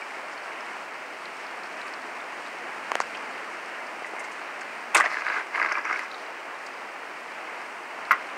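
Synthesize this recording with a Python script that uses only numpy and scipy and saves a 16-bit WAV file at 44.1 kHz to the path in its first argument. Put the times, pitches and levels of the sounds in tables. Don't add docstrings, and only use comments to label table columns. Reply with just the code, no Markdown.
import sys
import numpy as np
from scipy import signal
from scipy.fft import rfft, irfft
from scipy.io import wavfile
from scipy.ndimage import uniform_filter1d

SR = 44100
rng = np.random.default_rng(int(sys.argv[2]) if len(sys.argv) > 2 else 0)


def waveform_to_disk(signal):
    frames = np.transpose(np.atleast_2d(signal))
    scaled = np.clip(frames, -1, 1) * 32767
    samples = np.round(scaled).astype(np.int16)
    wavfile.write(sys.argv[1], SR, samples)


def amplitude_ratio(level_db):
    exponent = np.asarray(level_db, float) / 20
    return 10 ** exponent


N = 369116
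TIME = np.arange(N) / SR

# (frequency [Hz], level [dB], t60 [s])
DOOR_MODES = [(636, -6, 0.016), (1080, -9, 0.014), (1290, -1.5, 0.019), (1615, 3.5, 0.015),
              (2020, 1.5, .016), (2402, -2, 0.008)]
# (frequency [Hz], level [dB], t60 [s])
BODY_MODES = [(231, -0.5, 0.054), (330, -3.5, 0.047), (459, -3, 0.033), (600, 0.5, 0.04), (758, 0, 0.032)]
# (start [s], length [s], rubbing level [dB], grit level [dB], grit centre [Hz])
PUSHES = [
    (4.998, .012, -18.5, -56, 4650),
    (5.046, 0.021, -22, -45, 4800),
    (5.1, .11, -29.5, -48, 4580),
    (5.25, .15, -27, -50, 4300),
    (5.545, 0.12, -26.5, -50.5, 4500),
    (5.69, 0.098, -27.5, -54.5, 5140),
    (5.85, .1, -27.5, -53, 5200),
    (5.959, 0.088, -32.5, -52.5, 4700),
    (6.085, 0.14, -52, -55.5, 4090),
]
# (time [s], peak [dB])
KNOCK = [
    (8.1099, -1.5),
    (8.1125, -6),
    (8.1169, -7),
    (8.1227, -12),
    (8.1304, -11),
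    (8.138, -20),
    (8.1453, -19),
    (8.152, -22),
    (8.1988, -27),
]


def unit(x):
    return x / np.sqrt(np.mean(x ** 2))


def band(x, hz, width_hz, order=2):
    upper = hz + width_hz / 2
    edges = np.clip([hz ** 2 / upper, upper], 20, SR / 2.2)
    return signal.sosfilt(signal.butter(order, edges, "bandpass", fs=SR, output="sos"), x)


def ring(x, modes):
    out = 0
    for hz, db, t60 in modes:
        pole = np.exp(2j * np.pi * hz / SR - np.log(1000) / (t60 * SR))
        out = out + amplitude_ratio(db) * signal.lfilter([1], [1, -pole], x).imag
    return out


def add(track, s, sound, db):
    i = max(int(s * SR) - np.abs(sound).argmax(), 0)
    n = min(len(sound), N - i)
    track[i:i + n] += amplitude_ratio(db) * sound[:n] / np.abs(sound).max()


def burst(t60, size=8000):
    return rng.standard_normal(size) * amplitude_ratio(-60 * TIME[:size] / t60)


def walk(rate):
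    k = int(SR / rate)
    steps = np.repeat(rng.standard_normal(N // k + 1), k)
    return unit(uniform_filter1d(uniform_filter1d(steps, k), k)[:N])


def columns(table):
    s, *rest = np.transpose(table)
    return [np.interp(TIME, s, c) for c in rest]


def grains(rate, spread_db):
    hit, size, sign = rng.random((3, N))
    strength = amplitude_ratio(-spread_db * np.log(size + 0.021))
    return (hit < rate / SR) * strength * np.sign(sign - .5)


def door():
    # (time [s], peak [dB], ring [Hz])
    latch = [(4.9423, -23, 1020), (4.9481, -7.5, 2580), (4.952, -6, 2300), (4.9564, -5, 2020),
             (4.9605, -3, 1014), (4.9676, -7, 1507), (4.9761, -11, 2050), (4.9805, -15, 1520),
             (4.9838, -10, 1200), (4.989, -14, 1340), (5.0028, -9, 1190), (5.009, -6.5, 1950),
             (5.0179, -18, 1770), (5.0256, -19, 1590), (5.0413, -16, 710), (5.0525, -19, 1830),
             (5.0598, -9.2, 1924)]
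    # (time [s], peak [dB], ring [Hz])
    slips = [(5.144, -16.5, 1870), (5.1702, -14.5, 1700), (5.2218, -18.5, 1340), (5.267, -15, 1590),
             (5.2829, -13.5, 1500), (5.3009, -18, 1510), (5.3677, -18, 1640), (5.3849, -16.5, 1570),
             (5.5502, -18, 2150), (5.5582, -15, 2150), (5.5806, -14.5, 2100), (5.5996, -13, 1260),
             (5.6172, -11, 2020), (5.6285, -13.0, 2020), (5.6482, -11.5, 2020), (5.6614, -12.5, 2030),
             (5.688, -16.5, 1310), (5.718, -13.5, 2284), (5.7233, -18, 1670), (5.7551, -16, 2350),
             (5.7749, -15.5, 1240), (5.7833, -16.5, 1230), (5.8538, -17, 2190), (5.8992, -16, 1290),
             (5.911, -17, 1180), (5.9283, -15, 2150), (5.9605, -18, 2220), (5.9934, -17.0, 2000)]
    # (time [s], peak [dB], ring [Hz])
    handle = [
        (.02, -25.5, 2300),
        (4.046, -22, 1990),
        (4.165, -26, 2120),
        (4.185, -26, 2100),
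        (4.205, -25, 2100),
        (4.245, -31, 2120),
        (4.285, -26, 2150),
        (4.562, -26.5, 1580),
        (4.617, -26, 1560),
    ]
    rub, grit, grit_hz = pushes()
    panel = unit(band(ring(grains(1500, spread_db=2.0), DOOR_MODES), 1380, 2280, order=3))
    carrier = np.sin(2 * np.pi * np.cumsum(grit_hz) / SR)
    fine = band(grains(700, spread_db=3.5), 260, 900) * carrier
    broad = band(grains(3000, spread_db=4.0), 4900, 4000)
    out = panel * rub * amplitude_ratio(-3.5) + (unit(fine) + 0.75 * unit(broad)) * grit * amplitude_ratio(-1.5)
    out += jerks(slips + chatter(rub), t60=0.018, push_s=.005, width_hz=2000, body_db=-17.5)
    out += jerks(handle, t60=0.057, push_s=0.0092, width_hz=2200, body_db=-20)
    return out + jerks(latch, t60=0.032, push_s=0.008, width_hz=3100, body_db=-18)


def pushes():
    attack_s, release_s = 0.013, 0.019
    start, length, level_db, grit_db, hz = np.transpose(PUSHES)[:, :, None]
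    rise = np.exp(np.clip((TIME - start) / attack_s, -50, 0))
    shape = rise * np.exp(np.clip((start + length - TIME) / release_s, -50, 0))
    rub = (shape * amplitude_ratio(level_db)).max(axis=0)
    grit = (shape * amplitude_ratio(grit_db)).max(axis=0)
    return rub, grit, np.interp(TIME, (start + length / 2)[:, 0], hz[:, 0])


def chatter(rub):
    per_s = 60
    above_rub_db, spread_db = 2.5, 3.0
    s = np.arange(PUSHES[2][0], PUSHES[-1][0], 1 / per_s)
    late, size, mode = rng.random((len(s), 3)).T
    s = s + late / per_s
    rub_db = 20 * np.log10(rub[(s * SR).astype(int)])
    db = rub_db + above_rub_db - spread_db * np.log(size + .1)
    hz = np.array(DOOR_MODES)[(mode * len(DOOR_MODES)).astype(int), 0]
    return list(zip(s, db, hz))


def jerks(events, t60, push_s, width_hz, body_db):
    out = np.zeros(N)
    for s, db, hz in events:
        push = burst(push_s, size=2000)
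        bend = 1 + 0.072 * rng.standard_normal()
        panel = [(bend * f, level, decay) for f, level, decay in DOOR_MODES]
        add(out, s, band(ring(push, [(hz, 8.0, t60)] + panel), 1500, width_hz, order=4), db)
        add(out, s + 0.00295, band(ring(push, BODY_MODES), 520, 600, order=4), db + body_db)
    return out


def frame():
    # (frequency [Hz], level [dB], t60 [s])
    knock_modes = [(1082, -4, .06), (1238, -1, 0.057), (1360, -3, 0.059), (1443, 2.5, .07),
                   (1580, -2, .045), (1701, -6, .045), (1930, 1.5, .06), (2051, -3, 0.044),
                   (2143, -6, 0.032), (2627, -12, .015), (3100, -22, .01)]
    # (time [s], peak [dB], centre [Hz], t60 [s])
    jingle = [(4.945, -20, 7400, .03), (4.947, -12, 8000, 0.043), (4.9665, -15, 6200, 0.083),
              (4.975, -22, 3700, 0.1), (4.998, -25.5, 6800, .07), (3, -40, 7300, 0.023),
              (8.1103, -31, 7000, 0.027), (8.114, -28.5, 4600, 0.043), (8.114, -32, 13400, 0.027),
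              (8.1096, -36, 10000, 0.011), (4.946, -14, 2900, 0.14)]
    out = np.zeros(N)
    for s, db in KNOCK:
        push = burst(0.0025, size=4000)
        add(out, s, band(ring(push, knock_modes), 1650, 2000, order=3), db)
        add(out, s + 0.0021, band(ring(push, BODY_MODES), 580, 600), db - 24.5)
    for s, db, hz, t60 in jingle:
        onset = np.minimum(TIME[:8000] / 0.0028, 1)
        hiss = band(burst(t60) * onset, hz, min(0.54 * hz, 28e6 / hz))
        add(out, s + np.abs(hiss).argmax() / SR, hiss, db - 1.0)
    return out


def thud():
    out = np.zeros(N)
    jolt = ring(np.eye(1, 3000)[0], [(90, 0, .015)])
    add(out, KNOCK[0][0] + .002, jolt, -48)
    return out


def hand():
    # (time [s], peak [dB], thump [Hz], crack relative level [dB])
    taps = [
        (2.9144, -28, 1500, -6),
        (2.9182, -9, 1150, -7.5),
        (2.951, -34, 1500, 5),
        (2.9547, -11.5, 600, 0.5),
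        (3.0033, -6.5, 1120, -7),
        (4.022, -23, 450, -25),
        (4.136, -23, 416, -25),
        (8.368, -34, 120, -20),
    ]
    # (time [s], level [dB], centre [Hz], length [ms])
    brushes = [(.315, -46, 5500, 30), (1.862, -48, 8000, 25), (2.445, -44, 4300, 35),
               (3.006, -31, 5500, 14), (3.0065, -24, 1300, 10), (3.145, -29, 2400, 15),
               (4.06, -45, 7000, 20), (4.19, -37, 7000, 22), (4.236, -41, 6000, 22), (4.312, -43, 6500, 25),
               (4.606, -36, 6000, 12), (5.12, -47, 8000, 40), (5.555, -47, 8000, 30),
               (5.715, -47, 8000, 15), (5.985, -45, 8000, 15), (6.66, -40, 6000, 12)]
    # (frequency [Hz], level [dB], t60 [s])
    crack_modes = [(2000, 1, 0.0034), (2900, 0, 0.0034), (4300, -11, .0015), (6340, -9, .002),
                   (9000, -13, .0012)]
    out = np.zeros(N)
    click = np.eye(1, 1500)[0]
    for s, db, hz, crack_db in taps:
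        case = [(hz, 0, .0065), (0.4 * hz, -14, .012), (1.65 * hz, -5, .003), (2.3 * hz, -6, .002)]
        add(out, s, band(ring(click, case), 1260, 3550), db)
        crack = band(ring(burst(0.00063, size=1500), crack_modes), 3100, 12000)
        add(out, s - .0003, crack, db + crack_db)
    for s, db, hz, length_ms in brushes:
        t = TIME[:4000]
        shape = np.exp(-(t * 1e3 / length_ms) ** 2) * np.minimum(t / 0.0062, 1)
        hiss = band(shape * rng.standard_normal(4000), hz, .7 * hz, order=3)
        add(out, s + np.abs(hiss).argmax() / SR, hiss, db)
    return out


def drips():
    # (time [s], peak [dB], ring [Hz])
    clear = [(0.3784, -35.5, 4440), (0.6075, -38, 5230), (1.2556, -34.5, 4240), (1.4669, -38, 4500),
             (1.6349, -35, 4480), (1.6595, -41, 4570), (1.817, -35.0, 4200), (1.8817, -37, 4720),
             (1.9379, -34, 4500), (2.2065, -42, 3730), (2.4636, -36, 3980), (3.1726, -36, 4970),
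             (3.8704, -40, 4840), (6.6678, -34, 4740), (8.0524, -36, 4270), (8.3002, -43, 3730)]
    # (time [s], peak [dB], ring [Hz])
    door_ticks = [(5.0546, -36, 5170), (5.1033, -37, 4600), (5.6284, -30.5, 4700), (5.6622, -36, 4070),
                  (5.6919, -35, 4460), (5.7834, -37, 4800), (6.0349, -38, 5216), (5.724, -28.5, 5250),
                  (5.8533, -37, 5910), (5.9287, -33.0, 5700), (5.9938, -35, 4780), (6.116, -33, 3900),
                  (6.1453, -34, 3880), (6.1988, -43, 4430), (6.2637, -41.0, 4090)]
    stray_count, stray_db, stray_spread_db, stray_hz = 24, -45.5, 2.5, 4700
    out = np.zeros(N)
    when, size, pitch = rng.random((stray_count, 3)).T
    level_db = stray_db + stray_spread_db * (2 * size - 1)
    stray = zip(when * N / SR, level_db, stray_hz * (.8 + .4 * pitch))
    for s, db, hz in clear + door_ticks + list(stray):
        spot = ring(burst(.02, size=2000), [(hz, 0, .008), (1.12 * hz, -6, .006)])
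        add(out, s, band(spot, hz, 2200), db - .6)
        splash = band(burst(0.0072, size=2000), 5500, 5000)
        add(out, s, splash, db - 10)
    modes = [(4500, -2, 0.0043), (5400, 0, 0.0043), (8000, -2, 0.0033)]
    faint = band(ring(grains(60, spread_db=2.5), modes), 5900, 6000)
    return out + unit(faint) * amplitude_ratio(np.where(TIME < 3.9, -63.5, -68))


def storm():
    # (time [s], level [dB])
    strength = [
        (0.0, -37),
        (1.2, -37),
        (1.8, -36),
        (2.6, -36.5),
        (3.12, -35.5),
        (3.9, -37),
        (4.9, -36.5),
        (6.2, -38),
        (7.2, -37.5),
        (8.37, -36.8),
    ]
    # (frequency [Hz], density [dB per Hz])
    rush = [(53, -63), (90, -38.5), (141, -22), (261, -8), (463, -5), (545, -5), (642, -1.5), (1030, -1),
            (2150, -3), (2750, -9), (3440, -20.5), (4680, -17.5), (6630, -24), (9010, -26.5),
            (12000, -44.5), (15600, -68), (22000, -120)]
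    calm_db = -37
    gust_db, gust_slope, hiss_db, hiss_slope = -1.5, 1.6, -3, -.3
    outside_db = -0.7
    level_db, = columns(strength)
    rise_db = level_db - calm_db
    bass_db = gust_db + gust_slope * rise_db
    treble_db = hiss_db + hiss_slope * rise_db + outside_db * (TIME > 4.4)
    hz = np.fft.rfftfreq(N, 1 / SR) + 1
    rush_hz, rush_db = np.transpose(rush)
    colour = amplitude_ratio(np.interp(np.log(hz), np.log(rush_hz), rush_db))
    patter = unit(grains(900, spread_db=3.0))
    spectrum = rfft(rng.standard_normal(N) + 0.39 * patter) * colour
    spectrum = spectrum / np.sqrt(np.mean(irfft(spectrum, N) ** 2))
    out, swell, near = 0, walk(7), walk(14)
    for centre in 2 ** np.arange(5.5, 14.5, .5):
        share = np.cos(np.pi * np.clip(np.log2(hz / centre), -.5, .5)) ** 2
        near = .7 * near + .7 * walk(14)
        tilt_db = treble_db * (centre > 3200) + bass_db * (centre < 300)
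        out = out + irfft(spectrum * share, N) * amplitude_ratio(0.13 * swell + 0.66 * near + tilt_db)
    return out * amplitude_ratio(level_db + 0.16)


def scene():
    near = band(hand() + door() + drips() + frame(), 1700, 30000, order=3)
    porch = amplitude_ratio(-39) * band(burst(.18, size=9000), 1500, 3000)
    tail = signal.oaconvolve(near, porch)[:N]
    return (storm() + thud() + near + tail)[None, :]


def low_pass(x):
    return signal.sosfilt(signal.butter(12, 16810, fs=SR, output="sos"), x)


def record(dry):
    bent = np.tanh(.8 * dry) / .8 + .012 * uniform_filter1d(dry ** 4, size=60)
    hiss, floor = rng.standard_normal((2, N))
    x = bent + amplitude_ratio(-67) * band(hiss, 5000, 40000, order=1) + amplitude_ratio(-80) * floor
    x = signal.sosfilt(signal.ellip(8, .3, 26, 15750, fs=SR, output="sos"), x)
    return low_pass(x)


dry = scene()
out = record(dry)
waveform_to_disk(out)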